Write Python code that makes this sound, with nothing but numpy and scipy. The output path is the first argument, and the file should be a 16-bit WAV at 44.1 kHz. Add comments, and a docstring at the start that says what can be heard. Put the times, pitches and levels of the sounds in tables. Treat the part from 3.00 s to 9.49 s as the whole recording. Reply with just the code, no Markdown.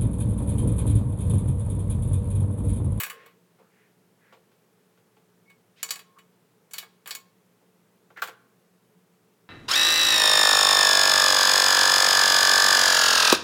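"""Tipping an old vending machine

An old cast-metal vending machine is gripped and tipped over by hand in a small quiet room.
Loose steel parts inside slide, clink and bounce; at last a heavier piece drops with a hollow clunk.
Fingers bump and rub on the metal body, over a faint fan and mains hum."""
import sys
import numpy as np
from scipy import signal
from scipy.fft import rfft, irfft
from scipy.io import wavfile

SR = 44100
rng = np.random.default_rng(int(sys.argv[2]) if len(sys.argv) > 2 else 0)


def write(x):
    x = np.atleast_2d(x).T
    wavfile.write(sys.argv[1], SR, np.round(np.clip(x, -1, 1) * 32767).astype(np.int16))


N = 286209
TIME = np.arange(N) / SR
RING_TIME = TIME[:int(.5 * SR)].astype(np.float32)   # time axis of one hit or echo

# edges of the pitch bands that a hit stirs more or less, depending on where it lands: f/Hz
BAND_EDGES = [300, 600, 1050, 1900, 2800, 4000, 5500, 8500, 12000, 17000]
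BAND_FILTERS = [signal.butter(2, edges, "band", fs=SR, output="sos")
                for edges in zip(BAND_EDGES, BAND_EDGES[1:])]


def from_db(db):
    """Turn decibels into a factor to multiply by."""
    return 10 ** (np.asarray(db) / 20)


def rms(x):
    """The average strength of a sound (root mean square)."""
    return np.sqrt(np.mean(x ** 2) + 1e-24)


def at_hz(points, hz):
    """Read between the rows of a table, with octaves evenly spaced."""
    f, value = np.transpose(points)
    return np.interp(np.log(np.maximum(hz, 1)), np.log(f), value)


def band(x, low_hz, high_hz):
    """Keep the sound between two frequencies."""
    return signal.sosfilt(signal.butter(2, [low_hz, high_hz], "band", fs=SR, output="sos"), x)


def resonate(x, hz, width_hz):
    """Let one frequency through fully and weaken those around it."""
    r = np.exp(-np.pi * width_hz / SR)
    feedback = [1, -2 * r * np.cos(2 * np.pi * hz / SR), r * r]
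    return signal.lfilter((1 - r * r) / 2 * np.array([1, 0, -1]), feedback, x)


def fade(t60):
    """A curve that dies away by 60 dB in t60 seconds."""
    rate = np.float32(np.log(1000) / np.maximum(t60, .003))
    return np.exp(-np.minimum(rate * RING_TIME, 30))


def add(out, start_s, sound):
    """Mix a sound in at its start time."""
    at = max(round(start_s * SR), 0)
    out[at:at + len(sound)] += sound[:N - at]


def fan_and_hum(air_db=-66):
    """A fan moves air and keeps the room droning, while mains power hums."""
    # tone colour of the moving air: f/Hz, relative level/dB
    air_colour = [(18, -79), (30, -41), (89, -26.5), (108, -11), (141, -14.5), (179, -4), (216, -9),
                  (330, -15), (409, -12.5), (774, -19), (862, -18), (1820, -24), (4380, -30.5),
                  (15700, -32.5), (17500, -36)]
    # room resonances that the fan stirs: f/Hz, filter width/Hz, level/dB
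    drones = [(173.8, 36, -73.5), (433, 68, -73)]
    # mains hum tones: f/Hz, level/dB
    hum_tones = [(119.8, -78.5), (179.6, -74), (360, -79.5)]
    air_gains = from_db(at_hz(air_colour, np.arange(N // 2 + 1) * SR / N))
    air = irfft(rfft(rng.standard_normal(N)) * air_gains, N)
    out = from_db(air_db) * air / rms(air)
    for hz, width_hz, level_db in drones:
        drone = resonate(resonate(rng.standard_normal(N), hz, width_hz), hz, width_hz)
        out += from_db(level_db) * drone / rms(drone)
    for hz, level_db in hum_tones:
        out += from_db(level_db) * np.sqrt(2) * np.sin(2 * np.pi * (hz * TIME + rng.random()))
    return out


def room_echo(sound, build_s=0.0043):
    """A blur of echoes builds up quickly; the high ones die first."""
    # how long the echoes take to fade: f/Hz, t60/s
    fade_times = [(200, 0.55), (1000, 0.55), (3000, 0.44), (7000, 0.28), (16000, 0.2)]
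    # how strong the echoes are: f/Hz, level/dB
    echo_levels = [(200, -9.5), (1000, -17), (3000, -17.5), (7000, -19), (16000, -27)]
    edges_hz = np.geomspace(100, 18000, 11)
    response = 0
    for low, high in zip(edges_hz, edges_hz[1:]):
        hz = np.sqrt(low * high)
        shape = fade(at_hz(fade_times, hz)) * (1 - np.exp(-RING_TIME / build_s))
        echoes = rng.standard_normal(len(shape)) * shape / np.linalg.norm(shape)
        response = response + from_db(at_hz(echo_levels, hz)) * band(echoes, low, high)
    return signal.fftconvolve(sound, response)[:N]


def rumble(machine, gain_db=-40, smooth_s=.01):
    """Each hit also shakes the whole body with a faint low thud."""
    shake = band(rng.standard_normal(N), low_hz=20, high_hz=130)
    span = smooth_s * SR
    force = signal.lfilter([1], [1, -np.exp(-1 / span)], np.abs(machine)) / span   # smoothed loudness
    return from_db(gain_db) * force * shake / rms(shake)


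def rubs(grain_db=-0.5):
    """Skin and parts slide on metal: many tiny slips make a rasp that swells and dies."""
    # slides: t/s, length/s, level at the middle/dB, f/Hz, filter width/Hz
    slides = [(0.041, 0.31, -57, 1600, 1470), (0.0, 0.31, -56, 478, 128), (0.556, 0.16, -69.5, 1110, 900),
              (0.678, 0.26, -67.5, 1820, 1100), (1.172, 0.22, -64.5, 1620, 1000),
              (2.45, 0.097, -60, 2215, 49.6), (2.755, 0.1, -58, 2130, 2970), (3.159, 0.031, -54, 1144, 199),
              (5.159, 0.043, -42.5, 1750, 700)]
    out = np.zeros(N)
    for start_s, length_s, level_db, hz, width_hz in slides:
        count = min(int(length_s * SR), SR)
        sizes = from_db(grain_db * np.minimum(rng.exponential(1, SR), 2))
        slips = (sizes * rng.standard_normal(SR))[:count]
        rasp = resonate(resonate(slips, hz, width_hz), hz, width_hz)
        swell = np.sin(np.linspace(0, np.pi, count))
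        add(out, start_s, from_db(level_db) * rasp / rms(rasp) * swell)
    return out


def band_levels(colour, level_db, brightness, ping_db, ping_hz, ping_octaves):
    """Each band's level in dB, from a hit's loudness, brightness and ping (one range raised or cut)."""
    hz = np.sqrt(np.multiply(BAND_EDGES[:-1], BAND_EDGES[1:]))
    tilt = brightness * np.log2(hz / 3000)
    ping = ping_db * np.exp(-.5 * (np.log2(hz / ping_hz) / ping_octaves) ** 2)
    return level_db + at_hz(colour, hz) + tilt + ping


def metal_hit(tones, levels_db, rise_s, clatter_t60, crack_db, clatter_db, crack_t60=0.034):
    """Struck metal gives a crack, a clatter of countless blurred tones, and a few clear ones."""
    hz, tone_db, t60 = np.transpose(tones)[:, :, None]
    # the parts sit a little differently each time, so each tone's pitch and strength vary
    hz = np.float32(hz * (1 + .0015 * rng.standard_normal(hz.shape)))
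    strength = from_db(tone_db + 3 * rng.standard_normal(hz.shape))
    cycles = hz * RING_TIME + np.float32(rng.random(hz.shape))
    ring = np.sum(np.float32(strength) * fade(t60) * np.sin(2 * np.pi * cycles), axis=0)
    crack = from_db(crack_db) * fade(crack_t60)
    clatter = from_db(clatter_db) * fade(clatter_t60)
    noise = rng.standard_normal(len(RING_TIME)) * (crack + clatter)
    swell = 1 - np.exp(-RING_TIME / max(rise_s, 1e-5))
    contact = (ring + noise) * swell
    attack = int(.012 * SR)   # each band's level is set over this opening stretch
    out = 0
    for sos, level_db in zip(BAND_FILTERS, levels_db):
        part = signal.sosfilt(np.vstack([sos, sos]), contact)   # twice, so neighbouring bands join in step
        out = out + from_db(level_db) * part / rms(part[:attack])
    return out


def clunks():
    """Fingers and a heavier loose piece knock on the hollow body and make it ring."""
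    # knocks: t/s, base level/dB, brightness/(dB per octave), ping/dB, rise time/s
    knocks = [(0.583, -71.5, -3, -3, .02), (1.322, -56.5, -1.7, -4.5, 0.0055), (1.367, -76, -6, -7, .003),
              (1.513, -68, 1, -5, .0025), (1.971, -68.5, -0.5, -3, .003), (2.166, -65.5, -3, -8.5, 0.00086),
              (4.612, -76.5, -4.5, -14, .0018), (5.101, -63.5, -2.5, 2.5, .003),
              (5.171, -51, 0.5, 6.5, 0.00088), (5.191, -55, 1.5, 9, .0013), (5.2185, -32, 3, 10.5, 0.0015),
              (5.282, -45.5, 0, 4, .0011)]
    # ringing tones of the hollow body: f/Hz, relative level/dB, t60/s
    body_tones = [(448, -7.5, 0.22), (518, -7.5, 0.179), (721, -6, 0.076), (849, -5.5, 0.11),
                  (994, -19.5, 0.033), (1140, 0.5, 0.074), (1395, 10.5, 0.049), (1556, 4, 0.048),
                  (2190, -36.5, 0.079), (2430, -12.5, 0.041), (3170, -13, 0.12), (3670, -11, 0.078)]
    # tone colour of every clunk: f/Hz, relative level/dB
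    colour = [(425, -8.5), (790, -4), (1410, -1), (2300, -7.5), (3350, -10), (4690, -15), (6840, -17),
              (10100, -27), (14280, -16)]
    out = np.zeros(N)
    for start_s, level_db, brightness, ping_db, rise_s in knocks:
        levels = band_levels(colour, level_db, brightness, ping_db, ping_hz=1356, ping_octaves=0.34)
        clunk = metal_hit(body_tones, levels, rise_s, clatter_t60=0.15, crack_db=3.5, clatter_db=9)
        add(out, start_s, clunk)
    return out


def clink(level_db, brightness, ping_db, ping_hz, clatter_t60):
    """One steel part strikes: a hard hit snaps, a weak glancing one swells more slowly."""
    # ringing tones of the steel parts: f/Hz, relative level/dB, t60/s
    steel_tones = [(455, -6, .2), (1075, -19, .8), (1120, -1, .09), (1210, -3, .08), (1645, 0, .08),
                   (1770, -2, .07), (2222, 1, .14), (2445, 0, .08), (2530, -1, .08), (2960, 0, .11),
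                   (3350, -2, .1), (3840, 0, .08), (4105, 0, .09), (4415, 6, .08), (4490, 3, .07),
                   (4615, 3, .09), (4722, 1, .1), (5598, -2, .12), (6025, -3, .09), (6897, 4, .11),
                   (7103, 3, .1), (7190, 2, .07), (7345, 0, .09), (7660, -1, .09), (7920, 2, .12),
                   (8825, -2, .09), (12950, 1, .06), (13386, 1, .11), (14680, 0, .14), (16110, 3, .07)]
    # tone colour of every clink: f/Hz, relative level/dB
    colour = [(425, -18), (790, -10.5), (1410, -2), (2300, -1), (3350, -3), (4690, -6.5), (6840, -3),
              (10100, -3.5), (14280, -1.5)]
    levels = band_levels(colour, level_db, brightness, ping_db, ping_hz, ping_octaves=0.39)
    hard_hit_db, hard_rise_s = -39.5, 0.00025
    rise_s = hard_rise_s * 2 ** ((hard_hit_db - level_db) / 9)   # doubles for every 9 dB weaker
    return metal_hit(steel_tones, levels, rise_s, clatter_t60, crack_db=11.5, clatter_db=10)


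def loose_parts(bounces=3, gap_s=.016, gap_scatter=.25):
    """Small steel parts hit their stops, then chatter in a few weaker, duller bounces."""
    # strikes: t/s, base level/dB, brightness/(dB per octave), ping/dB, ping f/Hz, clatter t60/s
    strikes = [(0, -39.5, -1, 12.5, 14000, 0.12), (0.0068, -43, 2.5, 12, 1780, 0.2),
               (0.0333, -39.5, 2.5, 10, 1760, 0.13), (0.063, -50, -2.5, 12, 14000, 0.12),
               (0.098, -46.5, 1.5, 9.5, 1760, 0.14), (0.26, -61, -4, 11, 14000, 0.064),
               (2.498, -66.5, -1.5, 2.5, 2430, .09), (2.8287, -38, 1.6, 8, 6600, .058),
               (2.888, -52.5, -2, 19, 5350, .09), (2.906, -38.5, 2, 12, 5320, .11),
               (2.956, -49.5, 0, 4, 5500, 0.15), (2.991, -54, 0, 3, 4500, .09),
               (3.185, -62, -1.5, 4, 2400, 0.088), (3.709, -63, 0.5, 8, 7000, 0.23),
               (3.7339, -49.5, 4.5, 6, 5500, .067), (3.739, -50, -1, 10.5, 5000, 0.31),
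               (3.7816, -43, 2.5, 8.5, 4060, 0.11), (3.825, -54.5, -2.5, 5, 980, 0.075),
               (4.0574, -52.5, -2.5, 5.5, 3600, .12), (4.0736, -48, 2.5, 9.5, 1140, 0.24),
               (4.107, -43, 0.4, 12.5, 4800, 0.099), (4.1497, -45, 2, 6.5, 5530, 0.079),
               (5.236, -47.5, -1, 2, 14000, .11), (5.273, -50, -1.5, 4, 1000, 0.12)]
    first_loss_db, next_loss_db, dulling_db_per_octave = 12, 5.5, 2.5
    out = np.zeros(N)
    for start_s, level_db, brightness, ping_db, ping_hz, t60 in strikes:
        add(out, start_s, clink(level_db, brightness, ping_db, ping_hz, t60))
        bounce = clink(level_db - first_loss_db, brightness - dulling_db_per_octave, ping_db, ping_hz, t60)
        gaps = gap_s * (1 + gap_scatter * rng.uniform(-1, 1, bounces))
        for k, delay_s in enumerate(np.cumsum(gaps)):
            add(out, start_s + delay_s, from_db(-next_loss_db * k) * bounce)
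    return out


def scene():
    """The machine close by, with the room around it, in one channel."""
    machine = loose_parts() + clunks() + rubs()
    return (machine + rumble(machine) + room_echo(machine) + fan_and_hum())[None]


def record(dry, cutoff_hz=17400):
    """Cut off the very highest treble steeply."""
    return signal.sosfilt(signal.ellip(10, .1, 70, cutoff_hz, fs=SR, output="sos"), dry)


dry = scene()
out = record(dry)
write(out)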